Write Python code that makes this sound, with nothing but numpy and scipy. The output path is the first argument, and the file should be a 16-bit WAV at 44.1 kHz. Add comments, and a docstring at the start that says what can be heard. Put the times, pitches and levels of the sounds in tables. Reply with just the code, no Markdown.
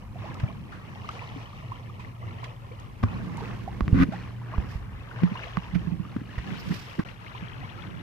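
"""Electric kayak on a calm sea

Heard from the seat, on the two microphones of a phone in the paddler's hand. The motor hums through
the hollow hull, bubbles trickle and plop at the bow, wavelets slap and a light wind stirs the bass.
Close up, mostly from three seconds on as the phone is turned round, fingers knock, tap and rub on
its case and a sleeve rustles."""
import sys
import numpy as np
from scipy import signal
from scipy.fft import rfft, irfft, next_fast_len
from scipy.io import wavfile
from scipy.ndimage import uniform_filter1d, map_coordinates

SR = 44100
rng = np.random.default_rng(int(sys.argv[2]) if len(sys.argv) > 2 else 0)


def master_out(mix):
    """Clip the mix to full scale and print it as 16-bit PCM to the path in sys.argv[1]."""
    frames = np.transpose(np.atleast_2d(mix))
    ceiling = np.clip(frames, -1, 1)
    pcm = np.round(ceiling * 32767).astype(np.int16)
    wavfile.write(sys.argv[1], SR, pcm)


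N = 353678
TIME = np.arange(N) / SR
OPPOSED = np.array([[1], [-1]])  # left and right in opposite senses

# where the bow lies as the phone turns: (time [s], lag of the left mic [ms], left minus right [dB])
BOW_BEARING = [(0, 0.092, -0.5), (2.8, 0.39, 2), (3.4, 0.093, -1.5), (5.3, -0.18, 3), (5.9, -0.14, 0),
               (6.9, 0.33, 5.5)]
# resonances of the phone's case: (frequency [Hz], width [Hz], gain [dB])
CASE_MODES = [(738, 430, 4.5), (1137, 184, 11.5), (1496, 240, 4), (1920, 280, 5.5), (2330, 170, 0.5),
              (4520, 3700, -8.5)]
# soft skin and cloth dull every contact: (frequency [Hz], gain [dB])
SOFT_CONTACT = [(330, 6.5), (1000, 0), (2400, -3.5), (3500, -2.5), (5500, -6.5), (8000, -17), (14000, -10)]


def undb(db):
    """Decibels to gain."""
    return 10 ** (np.asarray(db) / 20)


def unit(x):
    """Scale to rms 1."""
    return x / np.sqrt(np.mean(x ** 2))


def curves(table):
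    """Each column after the first as a curve in time."""
    times, *columns = np.transpose(table)
    return [np.interp(TIME, times, column) for column in columns]


def pan(db):
    """Left and right gains for a level difference."""
    return undb(OPPOSED * db / 2)


def colour(x, points):
    """Filter by a smooth (frequency [Hz], gain [dB]) outline."""
    hz, db = np.transpose(points)
    size = next_fast_len(N + 4096)
    bins_hz = np.maximum(np.arange(size // 2 + 1) * SR / size, 1)
    gain = undb(np.interp(np.log(bins_hz), np.log(hz), db))
    return irfft(rfft(x, size) * gain, size)[..., :N]


def ring(x, modes):
    """Pass a force through (frequency [Hz], width [Hz], gain [dB]) resonances."""
    return sum(undb(db) * signal.lfilter(*signal.iirpeak(hz, max(hz / width, .6), SR), x)
               for hz, width, db in modes)


def walk(rate_hz):
    """Smooth random wander, spread near 1."""
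    return map_coordinates(rng.standard_normal(2048), [TIME * rate_hz], order=2, mode="wrap")


def mic_pair(source, apart):
    """Left and right from two draws of a source; apart is the unshared amplitude."""
    return unit(source() + apart * OPPOSED * source())


def noise():
    """White noise."""
    return rng.standard_normal(N)


def add(out, s, sound):
    """Mix a sound in at s seconds."""
    start = max(int(s * SR), 0)
    out[..., start:start + sound.shape[-1]] += sound[..., :max(N - start, 0)]


def swells(rows):
    """Joint amplitude of swells, each 10 dB down one rise before its crest and one fall after."""
    power = np.zeros(N)
    for crest, db, rise, fall in rows:
        away = np.maximum((crest - TIME) / rise, (TIME - crest) / fall)
        power += undb(db - 10 * np.minimum(away, 10) ** 0.94) ** 2  # exponent near 1: a pointed crest
    return np.sqrt(power)


def motor():
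    """Shaft harmonics hum through the hull, wavering with the propeller's load; thin tones fade early."""
    # shaft speed: (time [s], turns per second [Hz])
    shaft = [(0, 24.06), (2.9, 23.5), (4.4, 23.54), (8, 23.01)]
    # hum at the mics, weaker with the phone held away from the hull: (time [s], level [dB])
    hum_level = [(0, -53), (.9, -59.5), (1.7, -43.5), (2.5, -43.5), (3.3, -45), (4.4, -40), (5, -46.5),
                 (6.3, -45.5), (7.1, -53.5), (8, -53.5)]
    # the five pole passes dominate: (multiple of the shaft rate, relative level [dB])
    orders = [(4, -25.5), (5, -2), (6, -20)]
    # thin tones while the phone faces the bow: (frequency [Hz], starting level [dB])
    overtones = [(204.6, -53), (237, -55.5)]
    waver_db, fade_s = 2, 1.78
    turns = np.cumsum(curves(shaft)[0] * (1 + 0.0062 * walk(9))) / SR
    hum = sum(undb(db + waver_db * walk(9)) * np.sin(2 * np.pi * (order * turns + rng.random()))
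              for order, db in orders)
    thin = sum(undb(db + waver_db * walk(9.2)) * np.sin(2 * np.pi * hz * TIME) for hz, db in overtones)
    return unit(hum) * undb(curves(hum_level)[0]) + thin * np.exp(-(TIME / fade_s) ** 2)


def hull_drone(lap):
    """The hollow hull drones with the flow, more under each ripple."""
    # the steady flow along the hull: (time [s], level [dB])
    flow_level = [(2.8, -43.5), (3.4, -44.5), (7.2, -45), (8, -40.5)]
    # the hull's spectrum: (frequency [Hz], gain [dB])
    spectrum = [(50, -17), (80, -3), (105, 7), (150, -2), (210, -7.5), (270, -12.5), (340, -15.5),
                (450, -29), (900, -61)]
    flow = np.hypot(undb(curves(flow_level)[0]), undb(-7) * lap)
    drone = unit(colour(mic_pair(noise, apart=0.52), spectrum))
    return drone * flow * undb(2 * walk(12)) * pan(0.099)


def wind():
    """A light breeze and a few puffs flutter in the bass, much alike on both mics."""
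    # puffs, strongest while the phone swings round: (time [s], level [dB], rise [s], fall [s])
    gusts = [(.05, -42.5, 0.37, 0.4), (3.1, -42.5, 0.41, 0.79), (3.95, -40.5, 0.81, 0.4),
             (4.68, -37, .12, 0.31), (5.8, -41.5, 0.38, 0.38)]
    # wind at the mics: (frequency [Hz], gain [dB])
    spectrum = [(15, -9), (30, 6.5), (50, 18.5), (80, 13.5), (130, 8), (300, -57)]
    breeze_db = -53
    air = np.hypot(undb(breeze_db), swells(gusts))
    return unit(colour(mic_pair(noise, apart=0.16), spectrum)) * air * undb(2.6 * walk(15))


def bubble(hz, cycles, glide):
    """A bubble rings for some cycles, rising in pitch as it nears the surface."""
    age = np.linspace(0, 1, int(cycles * SR / hz))
    phase = 2 * np.pi * cycles * (age + glide * age ** 2 / 2)
    return np.sin(phase) * (1 - np.exp(-phase / (2 * np.pi))) * np.exp(-np.log(100) * age)


def bubbles(low_hz, high_hz, spread_db, cycles, glide, count):
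    """Many faint bubbles and a few loud ones, scattered in time."""
    out = np.zeros(N)
    for when, pitch, faintness, life in rng.random((count, 4)):
        hz = low_hz * (high_hz / low_hz) ** pitch
        gain = hz * undb(-spread_db * np.log(max(faintness, .01)))
        add(out, when * N / SR, gain * bubble(hz, cycles * (.5 + life), glide))
    return unit(out)


def trickle():
    """A dense cloud of short-lived bubbles, bright droplets, a few low gurgles and a smooth fizz."""
    cloud = bubbles(384.7, 4240, spread_db=2.0, cycles=16.7, glide=0.088, count=9000)
    droplets = bubbles(1243, 3446, spread_db=2.5, cycles=57, glide=0.071, count=260)
    gurgles = bubbles(456, 1205, spread_db=2.5, cycles=24.2, glide=0.21, count=150)
    return cloud + undb(-7.5) * droplets + undb(-12) * gurgles + undb(2) * noise()


def lapping():
    """Amplitudes of the trickle and of the spray that ripples raise at the bow."""
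    # ripples: (time [s], trickle level [dB], rise [s], fall [s], spray relative to trickle [dB])
    ripples = [(.28, -42.5, 0.19, 0.23, -10), (1.151, -43, 0.23, 0.53, -6.5),
               (2.43, -48.5, 0.38, 0.19, -11), (3.16, -45.5, 0.15, 0.18, -13), (3.42, -44, 0.18, 0.3, -9.5),
               (4.17, -49, 0.17, 0.21, -4.5), (4.54, -45.5, 0.15, 0.45, -15.5),
               (5.2, -43.5, 0.14, 0.24, -12.5), (5.419, -46.5, 0.34, 0.53, -4.5), (6.42, -47, 0.18, 1, -4),
               (7.379, -48, 0.11, 0.17, -4), (7.67, -48.5, 0.14, 0.79, -6.5)]
    lap = swells(row[:4] for row in ripples)
    spray = swells((s, db + spray_db, rise, fall) for s, db, rise, fall, spray_db in ripples)
    return lap, spray


def bow_wave(lap, spray):
    """Up ahead the trickle swells with each ripple and brightens with its spray."""
    # the wash's spectrum: (frequency [Hz], gain [dB])
    spectrum = [(190, -40), (330, -2), (600, -7), (1130, -3), (1400, -8), (1800, -7), (2350, -10),
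                (2850, -11), (3500, -21), (4570, -18), (5800, -23.5), (7000, -31), (9000, -37),
                (14000, -44)]
    # the wash sounds hollow for the first three seconds: (time [s], notch depth [0-1])
    hollow = [(.9, 0.57), (1.8, 0.9), (2.9, 0.5), (3.1, 0)]
    # the phone shadows each mic differently: (frequency [Hz], left minus right [dB])
    shadow = [(250, 8.5), (600, -5), (1000, -6.5), (1400, 4), (2200, 0), (3500, 11.5), (4400, -1),
              (5600, -17), (8000, -10.5), (14000, -7)]
    calm_trickle_db, calm_spray_db, split_hz = -53, -64, 2100
    water = colour(mic_pair(trickle, apart=0.66), spectrum) * undb(1.7 * walk(12))
    water -= curves(hollow)[0] * ring(water, [(1543, 460, 0.0022)])
    body = signal.sosfiltfilt(signal.butter(3, split_hz, fs=SR, output="sos"), water)
    lows = unit(body) * np.hypot(undb(calm_trickle_db), lap)
    highs = unit(water - body) * np.hypot(undb(calm_spray_db), spray)
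    left, right = lows + highs
    left = colour(left, [(hz, db / 2) for hz, db in shadow])
    right = colour(right, [(hz, -db / 2) for hz, db in shadow])
    return np.array([left, right]) * pan(curves(BOW_BEARING)[1])


def from_bow(pair):
    """Sound from the bow reaches one mic before the other."""
    left, right = pair
    lag_s = curves(BOW_BEARING)[0] / 1000
    return np.array([map_coordinates(left, [(TIME - lag_s) * SR], order=3), right])


def plops():
    """Larger pockets of air wobble as they ring close beside the hull."""
    # air pockets: (time [s], relative level [dB], nominal pitch [Hz], left minus right [dB])
    pockets = [(0.156, -38, 720, -4), (0.24, -38.5, 648, -9), (0.29, -38, 1014, -6), (0.352, -39, 1265, 3),
               (.484, -42, 647, -4), (0.724, -39, 1410, 6), (1.044, -34, 1170, -0.5), (1.089, -25, 1240, 3),
               (1.192, -36, 2450, 13), (1.217, -35, 960, -6), (1.718, -29, 1060, -3),
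               (1.994, -38.5, 1010, -11.5), (2.047, -36.5, 2010, 7.5), (2.431, -31.5, 1040, -2.5),
               (2.712, -41, 490, 9), (3.379, -33.5, 930, -7), (3.407, -34, 926, -2), (3.419, -35, 445, -3),
               (3.677, -29.5, 768, -8), (4.121, -34.5, 664, -6), (4.134, -32, 800, -10),
               (4.16, -37, 1860, 7), (4.415, -41.5, 980, 0), (4.537, -36.5, 1074, -2),
               (5.113, -37.5, 1485, 12), (5.354, -30.5, 1035, -3), (5.392, -35, 1620, 8),
               (5.435, -32, 2640, 12), (5.666, -39.5, 920, -4), (7.264, -37, 2220, 6),
               (7.349, -34.5, 983, -10), (7.378, -40.5, 2870, 10), (7.626, -39, 775, -4),
               (7.64, -36.5, 1010, -9), (7.699, -45, 3420, 16), (7.821, -41, 3380, 12)]
    out = np.zeros((2, N))
    for s, db, hz, pan_db in pockets:
        tone = bubble(hz * .92, cycles=30.4, glide=0.51)
        wobble = unit(uniform_filter1d(rng.standard_normal((2, SR // 8)), size=90))[:, :len(tone)]
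        add(out, s, undb(db + 3.5) * pan(pan_db) * tone * (1 + 0.23 * wobble))
    return out


def knocks():
    """Each soft blow on case or hull is a damped thump, pitched by the grip."""
    # blows: (time [s], level [dB], pitch [Hz], t60 [s], attack [s], nominal left minus right [dB])
    blows = [(0.298, -28.5, 132, 0.07, 0.0034, 0), (0.43, -13, 115, 0.048, 0.0086, 2),
             (1.358, -32.5, 267, 0.089, 0.0043, 6.5), (3.025, -23.5, 237, 0.1, 0.011, 11.5),
             (3.036, -10, 102.5, 0.12, 0.0022, -4), (3.807, -15.5, 211, 0.027, 0.0012, -6),
             (3.817, -14, 53, 0.072, 0.0069, -19), (3.879, -15, 114, 0.051, 0.0013, 4),
             (3.927, -3, 97, 0.022, 0.0082, -9), (4.085, -17.5, 209, 0.028, 0.0051, 2),
             (4.582, -13, 64, 0.092, 0.0014, -23), (4.755, -20, 81.6, 0.025, 0.0062, -15),
             (5.216, -25, 170, 0.052, 0.0098, 14), (5.233, -8, 180, 0.14, 0.0018, -6),
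             (5.313, -21.5, 195, 0.058, 0.006, -4), (5.572, -16.5, 176, 0.056, 0.0036, -10.5),
             (5.73, -25, 169, 0.075, 0.011, -16), (5.753, -16.5, 177.5, 0.15, 0.0029, -14),
             (5.871, -26, 170.7, 0.16, 0.0028, -22.5), (5.917, -22.5, 173, 0.15, 0.0035, -17),
             (5.996, -26, 175, 0.039, 0.0053, -24), (6.162, -16, 237, 0.018, 0.0047, 3),
             (6.214, -26, 240, 0.025, 0.0034, -2), (6.377, -20.5, 61.6, 0.11, 0.0046, -15),
             (6.702, -16, 178, 0.095, 0.0091, -3.5), (6.981, -23, 322, 0.054, 0.02, -4),
             (6.991, -11, 188, 0.023, 0.0037, -3.5), (7.42, -27, 177, 0.082, 0.0041, -5)]
    out, t = np.zeros((2, N)), TIME[:SR // 4]
    for s, db, hz, t60, attack, pan_db in blows:
        envelope = (1 - np.exp(-(t / attack) ** 2)) * np.exp(-np.log(1000) * t / t60)
        envelope /= envelope.max()
        # the two ends of the phone rock out of step, the more so the higher the pitch
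        rocking = np.tanh((hz / 130) ** 2)
        phase = 2 * np.pi * hz * t + OPPOSED * rocking * (0.5 + 2 * np.pi * 4 * t)
        thump = envelope * np.sin(phase) + 0.22 * envelope ** 1.95 * np.sin(1.58 * phase)
        add(out, s, pan(pan_db * rocking) * undb(db - 1) * thump)
    return out


def grip():
    """The palm creeps over the case with a hollow rumble, closest to the right mic."""
    # shifts of the hand: (time [s], level [dB], rise [s], fall [s])
    shifts = [(.32, -41.5, 0.093, 0.63), (3.14, -35, 0.1, 0.9), (3.95, -28.5, 0.11, 0.17),
              (4.6, -34, 0.034, 0.077), (5.8, -37.5, 0.13, 0.46), (6.52, -34, 0.11, 0.077),
              (6.72, -30, 0.08, 0.034), (7.93, -41, 0.25, 0.45)]
    hollow = ring(mic_pair(noise, apart=0.85), [(188, 34, -0.5), (278, 200, -4)])
    rumble = colour(hollow, [(60, -5.5), (150, 4), (330, -7.5), (700, -19.5), (3000, -22)])
    return unit(rumble) * swells(shifts) * undb(1.06 * walk(30)) * pan(-4.5)


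def slaps():
    """Wavelets break on the hull in short, crisp splashes; a few of these bursts are sharp ticks on the case."""
    # splashes, and a few ticks on the case: (time [s], peak [dB], band centre [Hz], t60 [s])
    bursts = [(0.343, -37.5, 4340, 0.013), (0.399, -29.5, 1630, 0.048), (0.436, -30, 830, 0.022),
              (0.721, -35.5, 1230, 0.41), (1.09, -29, 2440, 0.011), (1.109, -41, 2900, .6),
              (1.995, -41, 2010, 0.33), (2.44, -31, 2270, 0.068), (2.798, -44.5, 5140, 0.023),
              (3.371, -38, 5630, 0.01), (4.122, -32, 1370, 0.23)]
    out, t = np.zeros((2, N)), TIME[:SR // 2]
    for s, db, hz, t60 in bursts:
        envelope = (1 - np.exp(-t / 0.00048)) * np.exp(-np.log(1000) * t / t60)
        burst = rng.standard_normal((2, len(t))) * envelope
        band = [(hz, hz, 0)]
        splash = ring(ring(burst, band), band)
        add(out, s, undb(db) * splash / abs(splash).max())
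    return out


def taps():
    """A fingertip lands and skids: the hollow case rings, most in the modes that lie under the spot."""
    # touches: (time [s], level [dB], pitch the spot favours [Hz], scuff [s], left minus right [dB])
    touches = [(3.029, -25.5, 1150, 0.0072, 10), (3.037, -20.5, 1150, 0.0016, -9.5),
               (3.8077, -17.5, 1090, 0.00015, -9.5), (3.8801, -19.5, 1820, 0.00054, 7),
               (4.581, -29, 1094, 0.00092, -3), (5.2348, -24.5, 2100, 0.0024, 9),
               (5.5711, -16.5, 1170, 0.00042, -12), (5.746, -28, 1990, 0.0082, -8),
               (6.165, -30, 1130, 0.0023, 5), (6.379, -25.5, 1880, .009, -3),
               (6.711, -29.5, 1950, 0.0091, 10), (6.989, -25.5, 1490, 0.011, 1)]
    spot_db = 8
    out, t = np.zeros((2, N)), TIME[:SR // 8]
    for s, db, hz, scuff_s, pan_db in touches:
        grit = rng.standard_normal(len(t)) + OPPOSED * rng.standard_normal(len(t)) / 2
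        scuff = 0.33 * np.exp(-t / scuff_s) * (1 - np.exp(-2 * t / scuff_s)) * grit
        landing = np.exp(-t * SR / 2 - scuff_s / 0.005)  # softer the longer the skid
        case = ring(landing + scuff, CASE_MODES)
        tick = case + ring(case, [(hz, hz / 2, spot_db)])
        add(out, s, pan(pan_db) * undb(db) * tick / abs(tick).max())
    return colour(out, SOFT_CONTACT)


def sleeve():
    """Close on the right, jacket cloth slides in uneven catches; its weave sings in the quick slips."""
    # strokes of the sleeve: (time [s], level [dB], rise [s], fall [s])
    strokes = [(3.45, -57, 0.47, 0.66), (4.74, -52, 0.079, 0.047), (6.74, -46, 0.19, 0.21)]
    # the rustle's spectrum: (frequency [Hz], gain [dB])
    spectrum = [(200, 7), (600, -18), (1900, 4), (3100, 0.5), (4500, -3.5), (6100, -9), (8500, -16.5),
                (14000, -19)]
    # quick slips of the cloth: (time [s], level [dB], rise [s], fall [s])
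    slips = [(4.74, -63, .13, .03), (6.602, -49, 0.02, 0.011), (6.745, -54, 0.076, 0.15)]
    # resonances of the weave, applied twice: (frequency [Hz], width [Hz], gain [dB])
    weave = [(5160, 1050, -5), (14000, 1900, -12)]
    cloth = unit(colour(mic_pair(noise, apart=1), spectrum)) * swells(strokes)
    sheen = unit(ring(ring(mic_pair(noise, apart=0.88), weave), weave)) * swells(slips)
    return (cloth + sheen) * undb(2.5 * walk(110)) * pan(-6)


def drag_pressure():
    """The dragging finger lands, presses steadily harder and lifts off."""
    start_s, end_s, attack_s, release_s = 3.935, 4.03, 0.0062, 0.011
    growth_db_per_s = 181
    landing = np.clip((TIME - start_s) / attack_s, 0, 1)
    pressing = undb(-14.5 - growth_db_per_s * np.maximum(end_s - TIME, 0))
    lifting = np.exp(-(np.maximum(TIME - end_s, 0) / release_s) ** 2)
    return landing * pressing * lifting


def finger_drag():
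    """Skin sticks and slips, shaking each end of the case its own way and scratching by the mics."""
    slip_hz = 88
    slips = np.cumsum(slip_hz * (1 + 0.0816 * walk(70))) / SR
    pulses = unit(np.diff(np.floor(slips), prepend=0))
    jolts = pulses * undb(5.3 * walk(90)) + noise() / 2
    # neighbouring modes swing in opposite senses
    left = ring(jolts, [(45, 23, -16), (179, 8.6, -3.5), (351, 13.5, -3)])
    left -= ring(jolts, [(95, 33, -14.5), (269, 21.3, 3)])
    right = ring(jolts, [(45, 38, -5.5), (157, 29.4, 5.5)])
    right -= ring(jolts, [(109, 45, -3.5), (258, 32, 1)])
    shake = unit(colour(np.array([left, right]), [(30, 6.5), (330, -5.5), (500, 6.5), (3000, -48)]))
    friction = mic_pair(noise, apart=0.9) * (.5 + np.exp(-(slips % 1) / .5))
    scratch = colour(ring(friction, CASE_MODES), [(300, -24), (1450, 8), (5000, -4)])
    scratch = unit(colour(scratch, SOFT_CONTACT))
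    return (undb(3.5) * shake + undb(-11.5) * scratch) * drag_pressure()


def scene():
    """Boat and sea around the seat, handling right at the mics."""
    lap, spray = lapping()
    sea = hull_drone(lap) + wind() + from_bow(bow_wave(lap, spray) + plops()) + slaps()
    handling = knocks() + taps() + finger_drag() + grip() + sleeve()
    return motor() + sea + handling


def record(dry):
    """A faint hiss, an instant of silence near seven seconds, and the top cut off."""
    hiss_db, top_hz = -68.5, 14300
    gap_start_s, gap_end_s = 7.038, 7.049
    hiss = undb(hiss_db) * rng.standard_normal((2, N))
    live = uniform_filter1d(1. * ((TIME < gap_start_s) | (TIME > gap_end_s)), size=64)
    lowpass = signal.ellip(8, .2, 70, top_hz, fs=SR, output="sos")
    return signal.sosfilt(lowpass, (dry + hiss) * live)


dry = scene()
out = record(dry)
master_out(out)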